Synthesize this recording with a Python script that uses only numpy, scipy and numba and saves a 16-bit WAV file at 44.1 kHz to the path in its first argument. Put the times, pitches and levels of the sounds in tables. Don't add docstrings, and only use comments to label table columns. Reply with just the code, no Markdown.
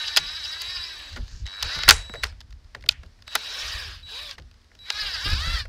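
import sys
import numpy as np
from scipy import signal
from scipy.fft import rfft, irfft
from scipy.io import wavfile
from scipy.ndimage import uniform_filter1d
from numba import njit

SR = 44100
rng = np.random.default_rng(int(sys.argv[2]) if len(sys.argv) > 2 else 0)


def inscribe(sig):
    pcm = np.round(np.clip(np.atleast_2d(sig).T, -1, 1) * 32767)
    wavfile.write(sys.argv[1], SR, pcm.astype(np.int16))


def linear_from_db(decibels):
    return 10 ** (np.asarray(decibels, float) / 20)


N = 250488

# centre_hz, width_hz, level_db
CASE_LOW = [(2522, 250, 1), (2975, 510, 1.37), (3700, 390, 2.85)]
# centre_hz, width_hz, level_db
CASE_HIGH = [(4160, 630, 3), (4994, 770, 4), (5288, 287, 3.5), (5900, 1100, -10), (7220, 2500, -15.5)]
# start_s, contacts_per_s, effort_db
FIRST_HOLE = [(0.0, 308, -36), (0.22, 284, -41.5), (0.39, 325, -42), (0.425, 285, -41.5), (0.72, 370, -41),
              (0.9, 327, -43.5), (1.09, 255, -46), (1.22, 210, -55.5), (1.45, 95, -61.5)]
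BREAKTHROUGH = [(1.456, 124.8, -48), (1.482, 91.6, -44.5), (1.59, 104.1, -42.5), (1.64, 216.4, -37.5),
                (1.75, 293.2, -35.5), (1.849, 297.6, -38.5), (1.968, 187, -44.5), (2.1, 152, -58),
                (2.299, 121, -52), (2.38, 111.6, -84)]
FREE_SPIN = [(3.265, 89.65, -57), (3.33, 130.2, -42), (3.481, 347.1, -40.5), (3.53, 483, -39),
             (3.6, 611.9, -37), (3.75, 647, -38), (3.92, 319.7, -45), (4.0, 179.8, -55), (4.04, 128.7, -61)]
BLIP = [(4.045, 110.4, -61.5), (4.1, 378.9, -44), (4.189, 556.2, -42), (4.241, 611, -44),
        (4.33, 528.3, -47), (4.36, 476.4, -60)]
LAST_HOLE = [(4.79, 298.7, -71), (4.901, 403.6, -42.5), (5.0, 431, -37), (5.07, 404, -34.5),
             (5.189, 292.9, -36.5), (5.25, 391.1, -34.5), (5.34, 420.5, -32)]
PULL_OUT = [(5.339, 423.5, -35.5), (5.39, 566, -35.5), (5.45, 657.6, -34.5), (5.53, 704.6, -34),
            (5.601, 607, -35.5), (5.68, 518, -69)]
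RUNS = [FIRST_HOLE, BREAKTHROUGH, FREE_SPIN, BLIP, LAST_HOLE, PULL_OUT]
# start_s, crack_peak_db, panel_re_crack_db, contact_ms
TAPS = [(1.1603, -28, -10, 2.3), (1.166, -40.5, 0.5, 6.5), (1.6428, -36, -5, 2), (2.0943, -40.5, 4, 1.4),
        (2.137, -43.5, 15, 0.83), (2.1423, -36, -7, 2.6), (2.152, -44, 1.5, 4.3), (2.247, -33.5, -2.5, 4.8),
        (2.3235, -50, -1, 1.06), (2.7468, -30.5, -6.5, 2.95), (2.762, -58.5, 4, 2.3),
        (2.8388, -42, 0.5, 0.89), (2.863, -52, 2, 1.7), (3.0308, -44, -4.5, 3.4), (3.187, -73, 12.5, 2.4),
        (4.3797, -37, -6, 4.7), (4.7152, -59.5, 4.5, 0.96), (5.6518, -49.5, 6.5, 3.3)]


def rms_one(x):
    return x / np.sqrt(np.mean(x ** 2) + 1e-20)


def in_time(rows, outside=None):
    s, *columns = np.transpose(rows)
    t = np.arange(N) / SR
    return np.array([np.interp(t, s, column, outside, outside) for column in columns])


def gains(tables):
    total = sum(linear_from_db(in_time(rows, outside=-200)) for rows in tables)
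    return uniform_filter1d(total, size=88, axis=1)


def band(x, low_hz, high_hz, order=2):
    sos = signal.butter(order, [low_hz, min(high_hz, .45 * SR)], "band", fs=SR, output="sos")
    return signal.sosfilt(sos, x)


def drift(rate_hz):
    r = np.exp(-32 * np.pi * rate_hz / SR)
    white = rng.standard_normal(N // 16 + 3002)
    slow = signal.lfilter([1], [1, -2 * r, r * r], white)[3000:]
    return np.interp(np.arange(N) / 16, np.arange(len(slow)), rms_one(slow))


def body(x, modes):
    out = 0
    for k, (hz, width_hz, level_db) in enumerate(modes):
        r = np.exp(-np.pi * width_hz / SR)
        poles = [1, -2 * r * np.cos(2 * np.pi * hz / SR), r * r]
        ring = signal.lfilter([1 - r * r, 0, r * r - 1], poles, x + 1e-18)
        out = out + (-1) ** k * linear_from_db(level_db) * ring
    return out


def yard():
    # freq_hz, level_db
    yard_colour = [(76, -31), (130, -8), (183, -17.5), (238, -13.5), (285, -6), (796, -10), (1060, -10),
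                   (1170, -10), (1860, -9), (2670, -14), (5080, -10), (6870, -20.5), (16000, -38.5)]
    yard_db, hum_hz, hum_db = -65, 238, -73
    hz = np.maximum(np.fft.rfftfreq(N, 1 / SR), 1)
    colour_hz, colour_db = np.transpose(yard_colour)
    colour = linear_from_db(np.interp(np.log(hz), np.log(colour_hz), colour_db))
    noise = rms_one(irfft(rfft(rng.standard_normal(N)) * colour * (hz > 100), N))
    hum = np.sqrt(2) * linear_from_db(hum_db + 0.53 * drift(4)) * np.sin(2 * np.pi * hum_hz * np.arange(N) / SR)
    return linear_from_db(yard_db + 0.5) * noise * linear_from_db(.8 * drift(6.5)) + hum


def wind():
    # peak_s, level_db, decay_s
    gust_rows = [(.2, -48.5, 0.2), (.68, -53, 0.1), (.8, -50, 0.055), (.97, -52.5, 0.12),
                 (1.15, -37, 0.024), (1.21, -35.5, 0.057), (1.351, -31.5, 0.03), (1.429, -33, 0.032),
                 (1.648, -33, 0.039), (1.78, -40, 0.098), (1.87, -28.5, 0.13), (2.14, -43, .04),
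                 (2.24, -37.5, 0.12), (2.4, -46.5, 0.24), (2.8, -49.5, 0.071), (2.85, -46, 0.023),
                 (2.93, -38.5, 0.029), (2.99, -47, 0.19), (3.649, -42.5, 0.061), (3.77, -37.5, 0.041),
                 (3.85, -41, 0.11), (4.05, -49.5, 0.091), (4.24, -52.5, 0.062), (4.41, -43.5, 0.067),
                 (5.05, -40.5, 0.16), (5.275, -27, 0.04), (5.34, -27, 0.072), (5.48, -27.5, 0.078),
                 (5.619, -34, 0.053)]
    calm_db, rumble_db, rumble_power, rise_s = -57, -24, 2.3, .025
    t = np.arange(N) / SR
    buffet = linear_from_db(calm_db)
    for s, peak_db, decay_s in gust_rows:
        buffet = buffet + linear_from_db(peak_db) * np.exp(-((t - s) / np.where(t < s, rise_s, decay_s)) ** 2)
    rumble = linear_from_db(calm_db - 15.5) + linear_from_db(rumble_db - 40.5) * (buffet / linear_from_db(-32)) ** rumble_power
    lumps = band(rng.standard_normal(N + SR), 28, 81, order=3)[SR:]
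    lumps = lumps / np.sqrt(uniform_filter1d(lumps ** 2, size=7000))
    lumps = lumps * linear_from_db(2.6 * drift(10.0))
    upper = rms_one(band(rng.standard_normal(N + SR), 125, 290)[SR:] * linear_from_db(3.0 * drift(12)))
    return buffet * lumps + rumble * upper


def walls(x):
    t60_s, wall_db, delay_s = .3, -24.0, 0.017
    shares = [(400, 2.8), (800, 0.73), (1600, 1.1), (3200, 0.22), (6400, 0.17)]   # octave_from_hz, share of t60
    out = 0
    for (low_hz, t60_share), white in zip(shares, rng.standard_normal((len(shares), N))):
        r = linear_from_db(-120 / (t60_s * t60_share * SR))
        power = signal.lfilter([1 - r], [1, -r], band(x, low_hz, 2 * low_hz) ** 2)
        late = np.pad(power, (round(delay_s * SR), 0))[:N]
        out = out + np.sqrt(late) * rms_one(band(white, low_hz, 2 * low_hz))
    return linear_from_db(wall_db) * band(out, 300, 7000, order=1)


def shudders():
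    # start_s, level_db, rise_s, t60_s, top_hz
    rustle_rows = [
        (1.912, -29, 0.0029, 0.26, 9000),
        (2.215, -52, 0.044, 0.16, 9000),
        (1.233, -53.5, 0.095, 1.1, 6940),
    ]
    stop_s = 1.445
    t, out = np.arange(N) / SR, 0
    grains = rng.standard_normal(N) * linear_from_db(2.7 * drift(200))
    for s, level_db, rise_s, t60_s, top_hz in rustle_rows:
        fall_db = -60 * np.maximum(t - s - rise_s, 0) / t60_s
        shape = np.clip((t - s) / max(rise_s, .001), 0, 1) * linear_from_db(level_db + fall_db)
        if s < stop_s:
            shape = shape * np.clip((stop_s - t) / 0.021, 0, 1)
        out = out + shape * rms_one(band(grains, 4500, top_hz, order=3))
    return out


def thuds():
    # start_s, peak_db, pitch_hz, t60_s
    thud_rows = [(0.19, -37, 152, 0.19), (1.167, -30.5, 244, 0.14), (1.628, -43, 120.6, 0.3),
                 (1.758, -30, 158.9, 0.14), (1.887, -22, 452, 0.14), (2.096, -25, 206, 0.046),
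                 (2.139, -31, 431, 0.058), (2.173, -29, 123.2, 0.065), (2.231, -28.5, 430, 0.054),
                 (2.747, -39, 121.7, 0.16), (2.772, -45, 171, 0.033), (2.836, -40.5, 116.5, 0.2),
                 (3.032, -44.5, 169.4, 0.17), (3.348, -37, 437, 0.14), (4.385, -37.5, 149, 0.13),
                 (5.25, -23, 147.3, 0.11), (5.318, -22, 234.7, 0.063)]
    out = np.zeros(N)
    puffs = rng.standard_normal((len(thud_rows), round(.2 * SR)))
    for (s, peak_db, hz, t60_s), puff in zip(thud_rows, puffs):
        t = np.arange(len(puff)) / SR
        shape = (1 - np.exp(-t / 0.019)) * linear_from_db(peak_db - 60 * t / max(t60_s, .03))
        air = 0.59 * rms_one(band(puff, 130, 500))
        out[round(s * SR):][:len(t)] += shape * (np.sin(2 * np.pi * hz * t) + air)
    return out


def table_boom():
    boom_re_panel_db, decay_s = -5.5, 0.016
    shape, t = np.zeros(N), np.arange(round(.08 * SR)) / SR
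    for s, peak_db, panel_db, _ in TAPS:
        at = round(s * SR)
        boom = linear_from_db(peak_db + panel_db + boom_re_panel_db) * np.exp(-t / decay_s)
        shape[at:][:len(t)] += boom[:N - at]
    white = rng.standard_normal(N)
    return band(shape * white, 420, 720) / np.std(band(white, 400, 1120))


def knocks():
    # centre_hz, width_hz, level_db
    sheet_modes = [(403, 64, -14), (627, 61, -9.5), (838.5, 67, -5), (1010.4, 260, -7.5), (1427, 120, 2),
                   (1590, 320, -0.5), (1946, 590, -1.5)]
    # start_s, crack_peak_db, panel_re_crack_db, edge_re_crack_db, contact_ms
    slam_rows = [(0.078, -17, -24, -39.5, 3.3), (0.1621, -3, -19.5, -27.5, 1.1),
                 (0.167, -3, -18.5, -12, 6.3), (0.1722, -14, -34, -8.5, 1.2), (0.182, -32, -13, -33, 4.8),
                 (0.6168, -23, -16, -3, 2.7), (1.4642, -20.5, -16.5, -38, 1.11),
                 (1.4731, -26, -18.5, -38, 1.5), (1.6246, -9.5, -18.5, -15, 1.1),
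                 (1.6271, -9.5, -22.5, -15.5, 2), (1.788, -16, -13, -28.5, 1),
                 (1.833, -11, -17, -28.5, 1.8), (1.8774, -13, -2, -37.5, 4.6),
                 (1.8873, 13.5, -22, -9, 2.26), (1.8955, 3, -13.5, -21.5, 2.4),
                 (1.9069, 16, -16.5, -12.5, 0.98), (1.9095, -10.5, -9, -22.5, 5.8),
                 (2.225, -29, -17.5, -22, 4.6), (2.2328, -16.5, -5.5, -13, 3),
                 (2.2381, -12, -20, -12.5, 2.14), (2.8871, -11, -25, -4, 0.87),
                 (2.8885, 4, -27, -20.5, 1.54), (3.3508, -9.5, -9.5, -5, 4.25),
                 (4.9008, -8.5, -14, -23, 1.8)]
    # start_s, crack_peak_db
    tick_rows = [(1.128, -33), (1.237, -45), (1.278, -37.5), (1.311, -39.5), (2.1625, -46.5), (2.175, -46),
                 (2.2667, -28.5), (2.2929, -53.5), (2.4038, -32.5), (2.4107, -34.5), (2.505, -40.5),
                 (2.5243, -40), (2.643, -50), (2.8076, -44), (2.823, -40.5), (2.86, -34), (2.8988, -30.5),
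                 (2.9203, -29), (3.06, -45.5), (3.221, -36.5), (3.277, -25), (4.292, -31), (4.309, -24),
                 (4.396, -40), (4.42, -45.5), (4.511, -41.5), (4.54, -48), (4.614, -50.5), (4.642, -49.5),
                 (4.7492, -38.5), (4.788, -43)]
    tap_edge_db = -59
    tick_panel_db, tick_edge_db, tick_ms = -16.5, -18.5, 1.88
    taps = [(s, peak_db, panel_db, tap_edge_db, ms) for s, peak_db, panel_db, ms in TAPS]
    ticks = [(s, peak_db, tick_panel_db, tick_edge_db, tick_ms) for s, peak_db in tick_rows]
    shape = np.zeros((3, N))
    for s, peak_db, panel_db, edge_db, ms in slam_rows + taps + ticks:
        t = np.arange(round(.05 * SR)) / SR / (max(ms, .3) / 1000)
        at = round((s + 0.00052) * SR)
        pulse = np.minimum(t / 0.39, 1) * np.exp(-(t / 2.05) ** 2)
        peaks = linear_from_db([[peak_db + panel_db], [peak_db], [peak_db + edge_db]])
        shape[:, at:at + len(t)] += (peaks * [pulse, pulse, pulse ** 3])[:, :N - at]
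    rattle = rng.standard_normal((3, N))

    def ringing(resonate, row):
        return resonate(shape[row] * rattle[row]) / np.std(resonate(rattle[row]))

    panel = ringing(lambda x: body(x, sheet_modes), 0)
    crack = ringing(lambda x: band(body(x, CASE_LOW + CASE_HIGH), 2600, 8000, order=3), 1)
    edge = ringing(lambda x: band(x, 6000, 14000), 2)
    return linear_from_db(3.5) * panel + linear_from_db(-8.0) * crack + linear_from_db(-4.0) * edge


def motor():
    # start_s, regular_share (0-1)
    load_rows = [(0, .45), (.25, .55), (.85, .45), (1.1, .12), (1.45, .1), (1.47, .88), (1.59, .8),
                 (1.64, .45), (1.8, .65), (2.0, .05), (3.3, .5), (3.45, .1), (3.8, .12), (4.0, .4),
                 (4.12, .1), (4.4, .1), (4.85, .2), (4.98, .62), (5.2, .65), (5.68, .5)]
    return *in_time(sum(RUNS, [])), in_time(load_rows)[0]


def rotor():
    # start_s, end_s, mesh_rate_ratio, level_db, octave_db
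    rotor_rows = [
        (0.5, 1.15, 1.15, -66, -72),
        (3.48, 3.92, 1.0, -58, -65),
        (4.1, 4.33, 1.0, -56, -54),
        (4.225, 4.325, 6.0, -44.5, -90),
    ]
    ease_s = 0.036
    out, turns = 0, 2 * np.pi * np.cumsum(motor()[0]) / SR
    for start, end, ratio, first_db, second_db in rotor_rows:
        ease = gains([[(start, -12), (start + ease_s, 0), (end - ease_s, 0), (end, -6)]])[0]
        tone = linear_from_db(first_db) * np.sin(ratio * turns) + linear_from_db(second_db) * np.sin(2 * ratio * turns)
        out = out + np.sqrt(2) * ease * tone
    return out * linear_from_db(1.5 * drift(25) - 2.0)


def whine():
    # on_s, off_s, whine_db, octave_db, fade_before_off_s
    pull_rows = [
        (-.01, 1.155, -38, -62.5, 0.35),
        (1.455, 2.228, -39.5, -68.5, 0.0098),
        (3.27, 3.901, -42, -70, 0.38),
        (4.03, 4.272, -40.5, -76.5, 0.054),
        (4.789, 5.578, -43, -81, 0.065),
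    ]
    whine_hz, third_db, fade_db = 3902.0, -82.5, -9.5
    follows = [[0.56], [-.5], [-.5]]
    phase = 2 * np.pi * np.cumsum(whine_hz + 4.0 * drift(4)) / SR
    held = []
    for on, off, first_db, second_db, fade_s in pull_rows:
        held.append([(on, first_db, second_db, third_db),
                     (off - fade_s, first_db, second_db, third_db),
                     (off, first_db + fade_db, second_db - 8.0, third_db - 6)])
    effort_db = np.maximum(motor()[1], -52) + 42.0
    levels = gains(held) * linear_from_db(follows * effort_db + 1.6 * drift(30))
    return np.sqrt(2) * sum(level * np.sin(k * phase) for k, level in zip((1, 2, 3), levels))


@njit
def glide(x, bend, r):
    out = np.zeros(len(x))
    for i in range(2, len(x)):
        out[i] = (1 - r * r) * (x[i] - x[i - 2]) + 2 * r * bend[i] * out[i - 1] - r * r * out[i - 2]
    return out


def flickering(x, modes, patchy_db):
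    grip_shift = .035
    out = 0
    for k, (hz, width_hz, level_db) in enumerate(modes):
        gain = (-1) ** k * linear_from_db(level_db + patchy_db * drift(30))
        bend = np.cos(2 * np.pi * hz / SR * (1 + grip_shift * drift(5.6)))
        out = out + gain * glide(x + 1e-18, bend, np.exp(-np.pi * width_hz / SR))
    return rms_one(out)


def shaken(base_db, octave_db, load_db, depth_db):
    bit_depths = [0.42, 1, 0.26, 0.045, 0.61, 0.71]
    usual_per_s, usual_load = 350, .4
    per_s, _, load = motor()
    efforts = [np.array(rows)[:, ::2] + [0, depth_db * depth] for rows, depth in zip(RUNS, bit_depths)]
    tilt_db = octave_db * np.log2(per_s / usual_per_s) + load_db * (load - usual_load)
    return gains(efforts)[0] * linear_from_db(base_db + tilt_db)


def swell():
    # middle_s, housing_swell_db
    bite_rows = [(0.07, 8.5), (0.274, 8), (.361, 8.5), (.447, 9.5), (0.528, 7.5), (0.608, 6.5), (.693, 5.5),
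                 (0.761, 11), (0.834, 9), (1.744, 6), (3.673, 5), (3.729, 6), (3.792, 6.5), (3.854, 6),
                 (3.942, 4), (5.008, 8), (5.075, 5.5), (5.144, 6), (5.254, 5.5), (5.313, 4), (5.36, 4.5),
                 (5.403, -1.5), (5.446, -2)]
    out, n = np.zeros(N), round(0.033 * SR)
    for s, swell_db in bite_rows:
        out[round(s * SR) - n // 2:][:n] += swell_db * signal.windows.tukey(n, .6)
    return out


def teeth(jitter, spread_db, bite_db):
    speed_wobble = .015
    per_s, _, regular = motor()
    turns = np.cumsum(per_s * (1 + speed_wobble * regular * drift(9))) / SR + jitter * drift(75)
    contact = np.diff(np.floor(np.maximum.accumulate(turns)), prepend=0) > 0
    clicks = contact * linear_from_db(spread_db * rng.standard_normal((4, N))) * np.sqrt(SR / per_s)
    return np.sqrt(regular) * clicks * linear_from_db(bite_db), np.sqrt(1 - regular)


def drill():
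    # centre_hz, width_hz, level_db
    panel_modes = [(550.5, 1700, -22.5), (790, 63, 5.5), (1050, 170, 3), (1407, 210, 2), (1604, 180, 5.5),
                   (1834, 120, 5), (2280, 200, -0.5)]
    # centre_hz, width_hz, level_db
    chuck_modes = [(4750, 450, 0.), (5150, 450, 0.)]
    panel_lag_s, contact_cut_hz, firm_per_s = .014, 5600, 220
    chips_per_s, chuck_db = 120, 1.5
    bite_db = swell()
    late_bite_db = .5 * np.roll(bite_db, round(panel_lag_s * SR))
    clicks, rub = teeth(jitter=.017, spread_db=2.0, bite_db=late_bite_db + 1.2 * drift(15))
    soft = signal.butter(3, contact_cut_hz, fs=SR, output="sos")
    clicks = signal.sosfilt(soft, clicks)
    clicks[2] *= np.minimum(motor()[0] / firm_per_s, 1)
    drive = 1.3 * clicks + rub * rng.standard_normal((4, N))

    panel = shaken(base_db=-4, octave_db=0.96, load_db=-2, depth_db=3.5)
    panel = panel * flickering(band(drive[0], 1180, 2700, order=3), panel_modes, patchy_db=2.0)
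    hollow = shaken(base_db=-17, octave_db=0, load_db=-10.5, depth_db=5.5)
    hollow = hollow * rms_one(band(rng.standard_normal(N), 450, 1250))
    low = shaken(base_db=-0.3, octave_db=1.2, load_db=-3.3, depth_db=-1.3)
    low = low * flickering(drive[1], CASE_LOW, patchy_db=2.0)

    high_gain = shaken(base_db=-0.42, octave_db=0.17, load_db=0.16, depth_db=0.3)
    high = high_gain * flickering(band(drive[2], 3700, 9900), CASE_HIGH, patchy_db=1.2)
    chuck = rms_one(body(body(drive[3], chuck_modes), chuck_modes))
    squeal = high_gain * linear_from_db(chuck_db) * (linear_from_db(bite_db) - 1) * chuck

    puffs = np.minimum(uniform_filter1d(np.abs(clicks[0]), size=40), 2)
    air = rng.standard_normal(N) * (1 + .25 * puffs)
    air = air + (rng.random(N) < chips_per_s / SR) * rng.normal(0, 9.0, N)
    air = rms_one(band(band(air, 5000, 23000, order=3), 6000, 12500, order=1))
    hiss = shaken(base_db=-16.5, octave_db=1.5, load_db=-0.5, depth_db=-5.5)
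    hiss = hiss * air * linear_from_db(0.4 * bite_db + 1.5 * drift(40))
    return panel + hollow + low + high + squeal + hiss


def scene():
    blows = knocks() + table_boom()
    background = yard() + wind() + walls(blows)
    handling = shudders() + thuds() + blows
    return (background + handling + rotor() + whine() + drill())[None]


def roll_off(x):
    return signal.sosfilt(signal.butter(12, 16300, fs=SR, output="sos"), x)


def record(dry):
    converter = signal.cheby2(8, 30, 16350, fs=SR, output="sos")
    mix = signal.sosfilt(converter, np.clip(dry, -1, 1))
    return roll_off(np.clip(mix, -1, 1))


dry = scene()
out = record(dry)
inscribe(out)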